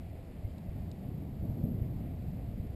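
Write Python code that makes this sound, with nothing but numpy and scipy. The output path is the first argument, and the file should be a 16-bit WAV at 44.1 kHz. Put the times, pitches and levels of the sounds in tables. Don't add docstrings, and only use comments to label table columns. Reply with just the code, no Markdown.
import sys
import numpy as np
from scipy import signal
from scipy.fft import rfft, irfft
from scipy.io import wavfile
from scipy.ndimage import uniform_filter1d

SR = 44100
rng = np.random.default_rng(int(sys.argv[2]) if len(sys.argv) > 2 else 0)


def invert_db(level):
    return 10 ** (np.asarray(level, dtype=float) / 20)


def output_pcm(signal):
    pcm = np.clip(np.atleast_2d(signal).T, -1, 1) * 32767
    wavfile.write(sys.argv[1], SR, np.round(pcm).astype(np.int16))


N = 121275

# (frequency [Hz], level [dB per Hz])
RUMBLE_COLOUR = [(150, -50), (250, -4.5), (435, -12.5), (683, -9.5), (964, -23.5), (1500, -35.5),
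                 (1950, -43), (3300, -120)]
# (frequency [Hz], level [dB per Hz])
HISS_COLOUR = [(650, -11.5), (1100, -4), (1670, -4.5), (1900, -2), (2080, -1.5), (2270, -3.5), (3260, -7),
               (4910, -9), (5990, -18.5), (7790, -66), (13200, -120)]
# (time [s], level [dB])
CHORUS_SWELL = [
    (0, -73),
    (1.2, -77),
    (1.45, -83),
    (1.93, -81),
    (2.03, -72),
    (2.35, -75.5),
    (2.75, -77.5),
]
# (time [s], peak [dB], length [s], pitch [Hz])
STRING_BURSTS = [
    (.5823, -56, .0013, 3950),
    (.5829, -63, .0013, 5050),
    (.9147, -50, .0016, 3950),
    (.9154, -54, .0014, 5100),
    (.9171, -59, .0012, 5000),
]
# (frequency [Hz], level [dB], decay by 60 dB [s])
LIMB_MODES = [
    (3000, -25, .012),
    (4000, -40, .005),
    (5160, -36, 0.0093),
]
# (time [s], peak [dB], pitch [Hz])
AIR_LUMPS = [
    (0.453, -26, 70),
    (.695, -30, 64),
    (.805, -30.5, 111),
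    (1.42, -33, 86),
    (1.499, -29, 84),
    (1.641, -21, 150),
    (1.821, -24, 83.5),
    (2.286, -26, 114),
    (2.49, -28, 94),
    (2.602, -28, 75),
]
# (time [s], level [dB], extra brightness [dB per octave])
GUST_STRENGTH = [(0.0, -42, -0.5), (0.14, -43.5, -1.5), (0.26, -47, 0.0), (0.47, -41, -1.5),
                 (0.61, -45, 4.5), (0.68, -40, -1), (0.88, -39, -1), (0.96, -44.5, 1.5), (1.09, -38.5, 1.5),
                 (1.39, -41.5, 2.5), (1.43, -30, -4), (1.47, -40.5, 4.5), (1.5, -32.5, -1.5),
                 (1.55, -38.5, 1.5), (1.65, -34, 0.0), (2.14, -39, 0.0), (2.63, -39, -0.5),
                 (2.75, -40, -0.5)]
# (frequency [Hz], level [dB per Hz])
WIND_COLOUR = [(12, -53), (20, -16), (49, -7), (86, 0.5), (140, -3), (172, -3), (239, -7), (345, -18),
               (520, -26), (680, -32.5), (1140, -120)]
# (time [s], length [s])
TOP_DROPOUTS = [
    (.445, 0.037),
    (.705, .04),
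    (.875, .05),
    (1.43, .04),
    (2.05, .035),
    (2.325, .035),
    (2.54, .04),
    (2.685, .03),
]


def rms_one(x):
    return x / np.sqrt(np.mean(x ** 2) + 1e-20)


def in_time(rows, order=1):
    rows = np.array(rows)
    return np.interp(np.arange(N) / SR, rows[:, 0], rows[:, order])


def drift(rate_hz):
    r = np.exp(-80 * np.pi * rate_hz / SR)
    slow = signal.lfilter([1], [1, -2 * r, r * r], rng.standard_normal(N // 40 + 2002))
    slow = rms_one(slow[2000:])
    return np.interp(np.arange(N) / 40, np.arange(len(slow)), slow)


def banded_noise(spectrum, patchy_db, flicker_hz, tilt_db=0):
    hz, db = np.transpose(spectrum)
    octave = np.log2(np.maximum(np.arange(N // 2 + 1) * SR / N, 1))
    colour = invert_db(np.interp(octave, np.log2(hz), db, left=-90, right=-90))
    full = rfft(rng.standard_normal(N)) * colour
    out = 0
    together = drift(flicker_hz / 3)
    for centre in np.arange(4, 13, .5):
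        share = np.clip(1 - 2 * abs(octave - centre), 0, 1)
        if np.max(share * colour) > 1e-4:
            flicker_db = patchy_db * (0.2 * together + drift(flicker_hz))
            gain = invert_db(flicker_db + tilt_db * (centre - np.log2(100)))
            out = out + gain * irfft(full * share, N)
    return rms_one(out)


def distant_rumble():
    return invert_db(-55.5) * banded_noise(RUMBLE_COLOUR, patchy_db=1.4, flicker_hz=6.2)


def far_hiss():
    return invert_db(-69.5) * banded_noise(HISS_COLOUR, patchy_db=0.67, flicker_hz=7.1)


def chorus():
    band = signal.butter(2, [1750, 2710], "band", fs=SR, output="sos")
    return invert_db(in_time(CHORUS_SWELL)) * rms_one(signal.sosfilt(band, rng.standard_normal(N)))


def insect_note():
    centre_s, length_s = .455, .036
    note_hz, sag_hz, level_db = 2120, 40, -68.5
    u = np.clip((np.arange(N) / SR - centre_s) / length_s, -.5, .5)
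    phase = 2 * np.pi * np.cumsum(note_hz - sag_hz * u) / SR
    swell = np.sqrt(np.cos(np.pi * u).clip(0))
    return invert_db(level_db) * swell * np.sin(phase)


def snaps():
    t = np.arange(N) / SR
    whip = np.full(N, 1e-18)
    for start, db, length, hz in STRING_BURSTS:
        u = np.clip((t - start) / length, 0, 1)
        shape = np.abs(np.sin(np.pi * u)) ** 0.22 * (u < 1)
        whip = whip + invert_db(db) * shape * np.sin(2 * np.pi * hz * length * u)
    out = whip
    for hz, db, t60 in LIMB_MODES:
        r = invert_db(-60 / (t60 * SR))
        w = 2 * np.pi * hz / SR
        ring = signal.lfilter([0, np.sin(w)], [1, -2 * r * np.cos(w), r * r], whip)
        out = out + invert_db(db) * ring
    return out


def flutter():
    centre_s, length_s, level_db = 1.655, .06, -49
    band = signal.butter(4, [230, 570], "band", fs=SR, output="sos")
    air = rms_one(signal.sosfilt(band, rng.standard_normal(N)))
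    return invert_db(level_db) * air * np.exp(-((np.arange(N) / SR - centre_s) / length_s) ** 2)


def lumps():
    t = np.arange(N) / SR
    out = np.zeros(N)
    for centre, db, hz in AIR_LUMPS:
        cycles = (t - centre) * hz
        out = out + invert_db(db) * np.cos(2 * np.pi * cycles) * np.exp(-(cycles / 0.447) ** 2)
    return out


def wind():
    brightens, evenness, even_over_s, lump_clears = 0.38, 0.95, 0.048, 0.22
    t = np.arange(N) / SR
    db = in_time(GUST_STRENGTH)
    tilt_db = brightens * (db - db.max() + 3.5) + in_time(GUST_STRENGTH, order=2)
    air = banded_noise(WIND_COLOUR, patchy_db=0.98, flicker_hz=18.6, tilt_db=tilt_db)
    power = uniform_filter1d(air ** 2, int(even_over_s * SR))
    air = rms_one(air / (power + 0.076) ** (evenness / 2))
    clear = np.ones(N)
    for centre, _, hz in AIR_LUMPS:
        clear = clear * (1 - lump_clears * np.exp(-((t - centre) * hz) ** 2))
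    return invert_db(db) * air * clear


def scene():
    field = distant_rumble() + far_hiss() + chorus()
    events = insect_note() + snaps()
    port = flutter() + lumps() + wind()
    return (field + events + port)[None]


def hold_samples(dry):
    both = np.concatenate([dry, dry[:, ::-1]], axis=1)
    held = np.repeat(signal.resample(both, 2 * N * 12000 // SR, axis=1), 4, axis=1)
    return signal.resample(held, 2 * N, axis=1)[:, :N]


def thin_top(x):
    low_edge_hz, high_edge_hz, strip_hz = 12900, 15260, 170
    weakest_hz, weakest_width_hz = 13700, 720
    t = np.arange(N) / SR
    f = np.arange(N // 2 + 1) * SR / N
    full = rfft(x[0])
    dropout = sum(abs(t - s) < length / 2 for s, length in TOP_DROPOUTS) > 0
    out = irfft(full * (f < low_edge_hz), N)
    for low in np.arange(low_edge_hz, high_edge_hz, strip_hz):
        off_share = .12 + .6 * np.exp(-((low - weakest_hz) / weakest_width_hz) ** 4)
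        chance = drift(10)
        off = chance < np.quantile(chance, np.clip(off_share, 0, 1))
        gain_db = np.where(off, -25, 1.5)
        gain_db = np.where(dropout & (low > 13300) & (chance < 1.1), -25, gain_db)
        strip = irfft(full * (f >= low) * (f < low + strip_hz), N)
        out = out + uniform_filter1d(invert_db(gain_db), size=300) * strip
    end_fade = np.clip((t[-1] - t) / .003, 0, 1)
    return out[None] * end_fade


def low_pass(x):
    return signal.sosfilt(signal.butter(12, 15190, fs=SR, output="sos"), x)


def record(dry):
    held = hold_samples(dry)
    noisy = held + invert_db(-101) * rng.standard_normal(dry.shape)
    mix = thin_top(noisy)
    return low_pass(mix)


dry = scene()
out = record(dry)
output_pcm(out)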